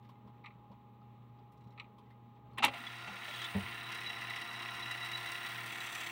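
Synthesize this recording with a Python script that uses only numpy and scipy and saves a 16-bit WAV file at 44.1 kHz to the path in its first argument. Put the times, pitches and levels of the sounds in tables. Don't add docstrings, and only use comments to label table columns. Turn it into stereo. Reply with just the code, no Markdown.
import sys
import numpy as np
from scipy import signal
from scipy.fft import rfft, irfft, next_fast_len
from scipy.io import wavfile
from scipy.ndimage import uniform_filter1d

SR = 44100
rng = np.random.default_rng(int(sys.argv[2]) if len(sys.argv) > 2 else 0)


def persist_wave(psi):
    counts = np.round(np.clip(psi, -1, 1) * 32767).astype(np.int16)
    wavfile.write(sys.argv[1], SR, np.atleast_2d(counts).T)


def elevation(decibels):
    levels = np.asarray(decibels, float)
    return 10 ** (levels / 20)


N = 269451
M = next_fast_len(N + 4000, True)
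T, HZ = np.arange(N) / SR, np.arange(M // 2 + 1) * SR / M + 1e-3
ENGAGE_S = 2.681
# hz, left_minus_right_db
FAR_BALANCE = [(60, 3.5), (150, 5), (380, 1.5), (950, 6.4), (2380, 5), (5980, 8), (15000, 18)]


def rms_one(x):
    return x / np.sqrt(np.mean(x ** 2) + 1e-20)


def in_time(rows):
    s, *columns = np.transpose(rows)
    return [np.interp(T, s, c) for c in columns]


def at_hz(points):
    hz, value = np.array(points).T
    return np.interp(np.log(HZ), np.log(hz), value)


def fade(start_s, end_s, length_s):
    return np.clip(np.minimum(T - start_s, end_s - T) / length_s, 0, 1)


def white():
    return rng.standard_normal((2, N))


def drift(rate):
    count = int(N / SR * rate * 2) + 2
    points = np.clip(rng.standard_normal(2400)[:count], -2, 2)
    return np.interp(T, np.linspace(0, N / SR, count), points)


def ripple(spacing_hz, depth_db):
    heights = np.clip(rng.standard_normal(600), -2, 2)
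    return depth_db * np.interp(HZ, np.arange(600) * spacing_hz, heights)


def colour(x, db):
    cepstrum = irfft(db * np.log(10) / 20, M)
    cepstrum[1:M // 2] *= 2
    cepstrum[M // 2 + 1:] = 0
    filtered = irfft(rfft(x, M) * np.exp(rfft(cepstrum)), M)[..., :N]
    return filtered / np.sqrt(np.mean(elevation(db) ** 2))


def ring(x, hz, t60):
    r, w = elevation(-60 / (t60 * SR)), 2 * np.pi * hz / SR
    return signal.lfilter([0, np.sin(w)], [1, -2 * r * np.cos(w), r * r], x + 1e-18)


def wavering(hz, spread_hz, rate):
    return np.sin(2 * np.pi * np.cumsum(hz + spread_hz * drift(rate)) / SR)


def tones(lines, wobble_db, wander_hz):
    out = 0
    for k, (hz, db) in enumerate(lines):
        level = elevation(db + 2.5 + wobble_db * drift(6))
        out = out + level * np.sin(2 * np.pi * np.cumsum(hz + wander_hz * drift(9)) / SR + k)
    return out


def envelopes(rows, rise_s):
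    out, t = np.zeros(N + SR), T[:SR // 4]
    for s, db, t60 in rows:
        out[round(s * SR):][:len(t)] += elevation(db - 60 * t / max(t60, .003)) * (1 - np.exp(-t / rise_s))
    return out[:N]


def ports(pair, balance, more_direct=0):
    # hz, share
    direct = [(60, 0.8), (200, 0.93), (400, .6), (900, 0.55), (2000, 0.42), (5000, .4), (9000, .25),
              (16000, 0.1)]
    # hz, turn_radians
    port_turn = [(60, 0), (270, -.35), (480, -.6), (780, -.5), (1000, .6), (1500, -.1), (2000, 0)]
    lag_s = 0.00036
    left, twin = rfft(pair, M)
    share = np.clip(at_hz(direct) + more_direct, 0, 1)
    late = np.exp(-1j * (2 * np.pi * HZ * lag_s + at_hz(port_turn)))
    right = share * late * left + np.sqrt(1 - share ** 2) * twin
    shadow = elevation(-at_hz(balance))
    both = 2 / np.sqrt(1 + shadow ** 2 + 2 * shadow * share)
    return irfft(both * np.array([left, shadow * right]), M)[:, :N]


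def room():
    # pitch_hz, rms_db
    hum_lines = [(119.9, -60.5), (202.3, -72), (234.2, -71.5), (290.7, -81), (409.1, -87), (710.6, -93),
                 (829.0, -66.5), (947.5, -78), (1028, -79), (1066, -79), (1184, -86), (1227, -78)]
    # hz, db_per_hz
    rumble_shape = [(15, -62.5), (25, -31), (65, 0.5), (91, -15.5), (119, -2), (167, -7.5), (223, -7),
                    (334, -13.5), (418, -18.5), (700, -30), (910, -59.5), (1540, -120)]
    murmur_shape = [(240, -43.5), (400, -8.5), (522, -17), (753, -18), (831, -7), (896, -13), (1240, -12.5),
                    (1470, -29.5), (1600, -27.5), (2080, -64), (3520, -120)]
    rustle_shape = [(880, -27), (1500, -7), (1850, 2), (2760, -1.5), (3380, -4), (3830, -4), (5000, -22),
                    (8000, -22), (10400, -54), (17600, -120)]
    hiss_shape = [(3530, -23), (6000, -10), (6690, -29), (7590, -19), (11300, -13.5), (15800, 2)]
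    # time_s, swell_db
    sway = [(0.0, -1), (0.6, 0.7), (0.8, -1.5), (1.45, -0.5), (1.85, 1), (2.3, -2), (2.65, 4.5), (3.1, -11),
            (3.7, 0), (6.1, -4)]
    sway_db, = in_time(sway)
    murmur_db = -66.5 + 1.34 * sway_db - 0.5 * np.clip((T - ENGAGE_S) / 0.37, 0, 1)
    rumble = elevation(-63.5 + sway_db + 1.0 * drift(42)) * colour(white(), at_hz(rumble_shape))
    murmur = elevation(murmur_db) * colour(white(), at_hz(murmur_shape))
    rustle = elevation(-78.5 + 0.6 * sway_db + 1.6 * drift(25)) * colour(white(), at_hz(rustle_shape))
    hiss = elevation(-87 + 6.5) * colour(white(), at_hz(hiss_shape))
    capstan = elevation(-5.5 * np.clip(T - ENGAGE_S, 0, 1)) * tones(hum_lines[5:], wobble_db=0.8, wander_hz=0.5)
    hum = tones(hum_lines[:5], wobble_db=2.5, wander_hz=0.51) + capstan
    less_direct_treble = -.22 * (HZ > 1300)
    return ports(rumble + murmur + rustle + hum, FAR_BALANCE, less_direct_treble) + hiss


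def thumps():
    # start_s, peak_db, lowest_mode_rel_db, knock_rel_db
    blows = [
        (0.25, -51, 1, 3),
        (0.7, -51, -22, 6),
        (1.661, -46, -12, -5),
        (3.075, -44.5, -18, 3.5),
        (3.099, -43, -21, -4),
        (3.548, -26.5, -9, 2),
        (3.558, -27.5, 1, 2.5),
        (3.577, -39, -1, 7),
        (3.621, -37, 3, -3),
    ]
    # pitch_hz, t60_s
    table_modes = [(100, 0.2), (197, 0.24)]
    # hz, db_per_hz
    knock_shape = [(150, -28.5), (250, -4), (282, -21), (328, -20), (393, -9), (468, -9), (757, -14.5),
                   (1000, -16), (1300, -55), (2200, -120)]
    (low_hz, low_t60), (main_hz, main_t60) = table_modes
    low_push = envelopes([(s, db + rel - 40.5, .008) for s, db, rel, _ in blows], rise_s=0.00048)
    main_push = envelopes([(s, db - 24.0, .008) for s, db, _, _ in blows], rise_s=0.0019)
    knock = envelopes([(s, db + rel - 13.5, .09) for s, db, _, rel in blows], rise_s=0.0017) * white()
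    snap = envelopes([(s, db + rel - 31.0, .004) for s, db, _, rel in blows], rise_s=0.00025)
    press_s = 3.597
    pressed = elevation(-5 * fade(press_s, press_s + press_s + .03, 0.0055))
    low, main = ring(low_push, low_hz, low_t60), ring(main_push, main_hz, main_t60)
    return low + pressed * main + ring(snap, 620, 0.014) + colour(knock, at_hz(knock_shape))


def relay_tick():
    ticks_s = [
        0.4397,
        1.7775,
    ]
    # delay_s, peak_db, t60_s, click_db
    tick_parts = [
        (0.0, -51, 0.05, -52),
        (.0052, -53, .06, -49),
        (0.0211, -55, 0.11, -36),
        (.0238, -57, .05, -38),
        (.0262, -58, .05, -42),
        (.0282, -60, .05, -46),
        (.0405, -62, .04, -53),
        (0.066, -61, .066, -60),
    ]
    # hz, db_per_hz
    tick_shape = [(400, -52), (750, -11), (830, 6), (1080, 3), (1230, 11.5), (1540, -20), (2000, 3.5),
                  (2400, 6), (3150, -13.5), (3900, -6.5), (4600, -20), (5200, -35), (5750, -30),
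                  (6700, -44), (7700, -33), (8500, -37), (10000, -41), (16000, -69)]
    parts = []
    for k, start_s in enumerate(ticks_s):
        for lag, db, t60, click_db in tick_parts:
            early_s = 0.0012 * (k == 0 and lag > .01)
            softer_db = 7 * (k == 0)
            parts.append((start_s + lag - early_s, db, t60, click_db - softer_db))
    click_tone = sum(np.cos(2 * np.pi * hz * T) for hz in (2967, 4030, 5750, 7700))
    clicks = envelopes([(s, db, .005) for s, _, _, db in parts], rise_s=.00006) * click_tone
    scrape = envelopes([row[:3] for row in parts], rise_s=0.00086) * uniform_filter1d(white(), size=4)
    return colour(scrape * 1.28 + clicks, at_hz(tick_shape))


def finger_slips():
    # pitch_hz, level_db
    slip_modes = [(4000, -15), (4600, -27), (5500, -27), (6200, -34), (7300, -32), (8800, -40)]
    slips = envelopes([(1.572 + 0.033 * k, -69, 0.07) for k in range(5)], rise_s=0.002) * white()
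    return sum(elevation(db) * ring(slips, hz, 0.009) for hz, db in slip_modes)


def finger_taps():
    # start_s, peak_db, ring_hz, ring_rel_db, treble_rel_db
    taps = [(.024, -64, 2000, -9, -5), (.046, -59, 2140, -17, -12), (0.088, -54.5, 1010, 6.5, -4),
            (.15, -70, 2100, -1, -12), (.378, -79, 2000, -1, -12), (1.718, -64, 2090, -3, -4),
            (0.271, -64, 1026, 13.5, -5), (0.714, -59.5, 970, 11.5, -10), (1.012, -66, 1270, 7, -13),
            (1.385, -62, 865, 8.5, -14), (1.518, -65.5, 2000, -16, 7), (1.981, -56.5, 1040, 8, -4),
            (2.056, -67, 2000, 3, -12), (2.102, -60.5, 2080, -2, -5), (2.353, -66, 984, 6, -15),
            (2.532, -65, 4220, -5, -10), (2.865, -42, 3400, -14, -20), (3.069, -46.5, 840, 8.5, -20),
            (3.092, -52, 780, 3, -25), (3.118, -52.5, 542, 6, -20), (3.278, -51, 610, 5, -22),
            (3.414, -36, 3700, -7, -26), (3.437, -40, 3400, -12, -26)]
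    noise = white()
    rub = signal.sosfilt(signal.butter(4, [900, 4200], "band", fs=SR, output="sos"), noise)
    treble = colour(white(), ripple(spacing_hz=410.0, depth_db=1.5))
    out = 0
    for s, db, hz, ring_db, treble_db in taps:
        touch = envelopes([(s, db + 1.5, .09)], rise_s=0.0037)
        out = out + touch * (rub + elevation(treble_db - 14.5) * treble)
        out = out + elevation(ring_db - 20.5) * ring(touch * noise, hz, 0.05)
    return out


def slam():
    # start_s, peak_db, t60_s, bright_peak_db
    contacts = [(2.5736, -32.5, 0.054, -64), (2.581, -22.5, 0.043, -63), (2.583, -24, 0.047, -66),
                (2.59, -25, 0.035, -67), (2.6, -38, 0.11, -71), (2.6231, -14.5, 0.086, -46),
                (2.631, -21, 0.062, -41), (2.6363, -15, 0.052, -43), (2.64, 0, 0.016, -39),
                (2.643, -2, 0.016, -35), (2.6473, -33, 0.01, -15.5), (2.651, -15, 0.084, -48),
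                (2.655, -27, 0.063, -48), (2.679, -21, 0.063, -55), (2.736, -25.5, 0.073, -56),
                (2.865, -44, 0.036, -54), (3.074, -31, 0.082, -56), (3.287, -28, 0.034, -48),
                (3.416, -51, 0.046, -47), (3.441, -52, 0.05, -44)]
    # start_s, peak_db, t60_s
    sparks = [
        (2.5325, -74, 0.02),
        (2.5795, -51, 0.038),
        (2.5842, -48, .02),
        (2.634, -43, .04),
        (2.640, -42, .04),
        (2.6485, -18.5, 0.0081),
        (2.652, -48, 0.1),
        (2.737, -59, .06),
    ]
    # pitch_hz, level_db, t60_s
    frame_modes = [(252, -16, 0.12), (351, -25, 0.18), (440, -21, 0.35), (528, -18, 0.42), (610, -12, 0.29),
                   (700, -13, 0.23), (810, -15, 0.12), (930, -13, 0.12), (1220, -11, 0.17),
                   (2000, -10, 0.19), (2662, 5.5, 0.05), (3400, -22, .03)]
    # start_s, pitch_hz, peak_db, t60_s
    seating = [(2.577, 1040, -35, 0.07), (2.601, 782, -38.5, 0.096), (2.617, 800, -43, .05),
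               (2.628, 1271, -24.5, 0.08), (2.64, 946, -28, 0.062), (2.647, 839, -32.5, 0.15),
               (2.684, 821, -36, 0.11), (2.60, 224.8, -44, 0.25), (2.641, 285, -50, 0.13),
               (2.668, 260, -43.5, 0.16), (2.664, 566, -45, 0.19), (2.66, 1290, -43, 0.2),
               (2.732, 1230, -42.5, 0.11), (2.745, 700, -46, 0.16), (2.79, 250, -56.5, 0.23),
               (2.8657, 3400, -34.5, 0.045), (2.8655, 2000, -39, .05), (3.4155, 3300, -36, 0.046),
               (3.4385, 3100, -32, 0.048), (3.445, 3450, -33, 0.049), (3.459, 3690, -38, .04)]
    # hz, db_per_hz
    slam_shape = [(100, -74), (210, -34), (270, -15), (480, -9.5), (700, -7.5), (840, 5), (1260, 1),
                  (1650, -6), (2000, 0.5), (2700, -1.5), (3300, -6.5), (3900, -4.5), (5050, -17.5),
                  (9080, -20.5), (12400, -36), (16000, -32.5)]
    dull = envelopes([(s, db - 11.0, t60) for s, db, t60, _ in contacts], rise_s=0.0019) * white()
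    bright = envelopes([(s, db, 0.87 * t60) for s, _, t60, db in contacts], rise_s=0.0037) * white()
    sparkle = envelopes(sparks, rise_s=0.0008) * white()
    shape_db = at_hz(slam_shape)
    high, top = 1 / (1 + (4800 / HZ) ** 12), 1 / (1 + (9000 / HZ) ** 8)
    crack = colour(dull, shape_db + 20 * np.log10(1.001 - high))
    snap = colour(bright, shape_db + 20 * np.log10(high * (1 - top) + 1e-4) - 4.0)
    snap = snap + colour(sparkle, shape_db + 20 * np.log10(top + 1e-4))
    modes = sum(ring(dull, hz, t60) * elevation(db - 38) * (-1) ** k
                for k, (hz, db, t60) in enumerate(frame_modes))
    parts = 0
    for s, hz, db, t60 in seating:
        swell = envelopes([(s, db, t60)], rise_s=0.003)
        parts = parts + swell * np.sin(2 * np.pi * hz * T) * elevation(4.0 * drift(80))
    return crack + snap + modes + parts


def hub(beads):
    # start_s, peak_db
    bind_events = [(3.3482, -46.5), (3.4076, -43), (3.4435, -41), (3.4874, -46), (3.6515, -50),
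                   (3.8451, -42), (3.8745, -43), (3.907, -50), (3.9533, -37), (3.9833, -47), (4.0122, -53),
                   (4.0646, -35.5), (4.0915, -40), (4.1534, -42.5), (4.2148, -41.5), (4.2951, -44.5),
                   (4.4901, -43), (4.559, -40.5), (4.6054, -47), (4.6747, -56), (4.7191, -48),
                   (4.7635, -56), (4.8279, -36.5), (4.8782, -44), (4.9117, -39), (4.9361, -48),
                   (4.976, -44), (5.0284, -39), (5.0459, -40), (5.0683, -56), (5.1167, -40), (5.1337, -38),
                   (5.1521, -34.5), (5.2329, -49), (5.2748, -37), (5.3646, -45), (5.4634, -47),
                   (5.5582, -48), (5.8056, -43), (5.9922, -45)]
    squeak_hz = 3905
    rub = rms_one(ring(ring(beads, squeak_hz - 35, 0.03), squeak_hz + 20, 0.03))
    squeal = wavering(squeak_hz, 24.0, 70) * elevation(3.7 * drift(90))
    binds = envelopes([(s - .005, db + 8.0, 0.055) for s, db in bind_events], rise_s=0.009)
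    return (elevation(-63) + fade(3.7, 5.63, 0.16) * elevation(-59.5)) * rub + binds * squeal


def teeth():
    # start_s, peak_db
    catches = [(3.7063, -43), (3.9837, -40), (4.1009, -39), (4.1314, -40), (4.2182, -42), (4.2471, -45),
               (4.2765, -40), (4.3349, -41), (4.3878, -33), (4.4227, -41), (4.51, -36), (4.5973, -42),
               (4.6851, -49), (4.7085, -46), (4.742, -44), (4.8377, -38), (4.8856, -38), (4.9106, -33),
               (4.9455, -40), (5.0123, -31.5), (5.0358, -34), (5.2079, -41), (5.2608, -41), (5.2997, -41),
               (5.3177, -44), (5.372, -37), (5.4124, -36), (5.4414, -38), (5.4703, -39), (5.4977, -46)]
    return envelopes([(s - .004, db + 5.0, 0.048) for s, db in catches], rise_s=.008) * wavering(1967, 30.0, 40)


def panel_gaps(beads):
    # from_s, to_s, pitch_hz, t60_s
    gap_rows = [(2.75, 3.4, 4700, .012), (3.3, 3.85, 9300, .007), (3.7, 5.75, 5480, .018),
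                (3.9, 6.3, 8500, .007), (5.4, 6.3, 11650, .007), (5.6, 6.3, 6150, .005),
                (2.75, 4.2, 1840, .02), (3.8, 5.6, 1980, .03), (3.6, 5.6, 2800, .03), (5.2, 6.3, 1900, .02),
                (3.2, 3.55, 3300, .008), (4.0, 5.4, 9950, .008), (5.3, 6.3, 3370, .02),
                (5.6, 6.3, 7400, .004), (2.75, 3.6, 1400, .03), (4.3, 5.25, 3840, .06),
                (2.75, 3.6, 2290, .04), (5.3, 6.3, 2280, .04), (5.3, 6.3, 2650, .03),
                (2.75, 3.6, 5290, .02), (2.75, 3.6, 5990, .02), (3.7, 5.4, 5010, .015),
                (5.4, 6.3, 3940, .03), (2.75, 3.6, 3830, .03), (2.75, 3.6, 6350, .015)]
    gap_levels = [-66.5, -67, -66.5, -79, -72, -61.5, -57.5, -52.5, -55.5, -54, -46.5, -81, -58.5, -62,
                  -55.5, -71, -64, -59, -62.5, -70.5, -75, -68.5, -63.5, -65.5, -80]
    return sum(fade(start, end, 0.26) * elevation(db) * rms_one(ring(beads, hz, t60))
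               for (start, end, hz, t60), db in zip(gap_rows, gap_levels))


def whir():
    # time_s, nearness_to_gears_db, view_of_tape_window_db
    path = [(2.7, 6, -3), (2.8, -3, -6), (3.1, -2.5, -15), (3.28, -1.5, 0.5), (3.46, 0, 4.5),
            (3.7, 0.8, -1), (4.0, 0.6, -3), (4.35, 1, -5.5), (4.6, 3, -5), (5.05, 1.5, -0.5), (5.3, 2.2, 5),
            (5.5, 1.2, 8), (5.75, -0.4, 2), (6.11, 0.5, 7)]
    # time_s, turns_per_s
    shaft = [(2.7, 34.0), (3.3, 34.15), (4.7, 34.15), (5.3, 34.8), (6.11, 34.9)]
    # start_s, peak_db
    snag_events = [(3.4137, -53), (3.9155, -42), (3.947, -38.5), (4.0048, -42), (4.098, -42), (4.2079, -47),
                   (4.2687, -50), (4.297, -39), (4.3605, -37), (4.412, -38), (4.622, -37), (4.7501, -38),
                   (4.91, -31.5), (5.047, -32), (5.0859, -53), (5.1153, -36), (5.1727, -38), (5.256, -40),
                   (5.2869, -50), (5.3156, -40), (5.462, -38.5), (5.658, -37), (5.724, -41), (5.803, -36),
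                   (5.863, -39), (5.922, -41), (5.949, -37), (6.004, -38), (6.064, -37)]
    # pitch_hz, rms_db
    gear_lines = [(230, -73), (293.5, -76), (348.5, -65), (459.5, -72), (701, -62.5), (805, -64),
                  (922, -63), (964, -65.5), (1040, -59.5), (1056, -62), (1398, -59.5), (1148, -70),
                  (1263, -61.5), (1380, -59.5)]
    # pitch_hz, width_hz, level_db
    panel_modes = [(1020, 29, 9.5), (1067, 62, -7.5), (1176, 21, 3), (1422, 61, 3.5), (1452, 28, -9.5),
                   (1500, 30, 2.5), (1596, 65, -9.5), (1803, 51, 2.5), (1947, 48, 4), (2740, 55, 3),
                   (2100, 99, -1), (2303, 28, 2.5), (2360, 62, -11), (2560, 60, 2), (2740, 72, 3.5),
                   (2930, 37, -2), (3080, 45, 6.5), (3170, 110, -9), (3270, 100, 6), (3470, 40, -10),
                   (3516, 36, 6.5), (3700, 86, 4), (4350, 98, 7)]
    # hz, db_per_hz
    chassis_shape = [(150, -37.5), (250, -24.5), (347, -11.5), (382, -43.5), (542, -24.5), (690, -6),
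                     (858, -9), (1030, -1.5), (1590, -0.5), (1950, -0.5), (3530, -10.5), (3940, -11.5),
                     (4500, -24), (5850, -28), (9900, -120)]
    shell_shape = [(2530, -45), (4300, 4), (4700, 3), (5080, -1.5), (5570, -6), (6740, -3.5), (7940, -5),
                   (8610, -2.5), (10800, -7.5), (11900, -7.5), (12600, -23), (13500, -9)]
    tape_shape = [(9000, -48), (13000, -13), (14300, -21), (15000, -2), (15600, 3), (16000, -6)]
    # hz, left_minus_right_db
    deck_balance = [(60, 10), (200, 6.5), (450, 13), (750, 7.5), (1050, 6.5), (1500, 16), (2100, 13),
                    (3000, 11), (4200, 8.5), (6300, 4), (10000, 24), (15000, 46)]
    near_db, view_db = in_time(path)
    gear_db = -52 + 0.74 * near_db + 0.017 * view_db
    chassis_db = -47 + 0.34 * near_db + 0.17 * view_db
    shell_db = -61 + 0.12 * near_db + 0.39 * view_db
    tape_db = -63 + 0.1 * near_db + 0.54 * view_db
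    running = np.clip((T - ENGAGE_S) / 0.096, 0, 1)
    turn = 2 * np.pi * np.cumsum(in_time(shaft)[0]) / SR
    turn = turn - turn[round(4.1612 * SR)]
    settled = np.clip((T - 3.1) / .6, .4, 1)
    mesh_db = settled * (1.5 * np.cos(turn) + 1.3 * np.cos(3 * turn) + .6 * np.cos(5 * turn))
    throb_db = settled * (1.5 * np.cos(turn + 1.1) + 2.2 * np.cos(2 * turn + 3))
    snags = envelopes([(s - .001, db + 47.5, .045) for s, db in snag_events], rise_s=.004)
    body = at_hz(chassis_shape)
    for hz, width, db in panel_modes:
        body = body + db / (1 + (2 * (HZ - hz) / width) ** 2)
    low = 1 / (1 + (HZ / 1600) ** 12)
    shell = at_hz(shell_shape) + ripple(spacing_hz=110.8, depth_db=3.5)
    layers = [(body + 20 * np.log10(low + 1e-4), gear_db + 0.12 * mesh_db, .15),
              (body + 20 * np.log10(1.0001 - low), chassis_db + mesh_db, .3),
              (shell, shell_db + throb_db, 0.9)]
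    out = tones(gear_lines, wobble_db=2.0, wander_hz=6.9) * elevation(gear_db + 49.5)
    for shape_db, db, snag_share in layers:
        flicker_db = 2.28 * drift(150) + 0.28 * drift(19)
        grains = white() * elevation(db + flicker_db) * (1 + snag_share * snags)
        out = out + elevation(-0.5) * colour(grains, shape_db)
    beads = white() * elevation(1.5 * mesh_db + 1.2 * drift(40)) * (1 + 0.7 * snags)
    tape = white() * elevation(.3 * throb_db) * (1 + .25 * snags)
    out = out + hub(beads) + teeth() + panel_gaps(beads)
    out = out + elevation(tape_db) * colour(tape, at_hz(tape_shape))
    return ports(running * out, deck_balance)


def scene():
    # hz, left_minus_right_db
    key_balance = [(60, -3), (290, 8), (700, 1.5), (1100, 5), (1500, 13), (2100, 17), (3100, 17),
                   (5000, 5.5), (10000, 20), (15000, 6)]
    tail_balance = [(60, -1), (500, -3), (1100, -2), (1500, 1), (2100, 9), (4000, 9), (6500, 4), (15000, 3)]
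    steady, blow = room() + whir(), slam()
    tail = fade(2.647, 2.72, .008)
    small_sounds = relay_tick() + finger_slips() + finger_taps()
    keys = ports((1 - tail) * blow + small_sounds, key_balance, more_direct=0.1)
    return steady + keys + ports(tail * blow, tail_balance) + ports(thumps(), FAR_BALANCE)


def roll_off(x):
    return signal.sosfilt(signal.butter(12, 17000, fs=SR, output="sos"), x)


def record(dry):
    mix = signal.sosfilt(signal.butter(6, 71.3, "high", fs=SR, output="sos"), dry)
    mix = mix + elevation(-35.5) * dry
    mix = irfft(rfft(mix, M) * (HZ < 15800), M)[:, :N]
    return roll_off(mix)


dry = scene()
out = record(dry)
persist_wave(out)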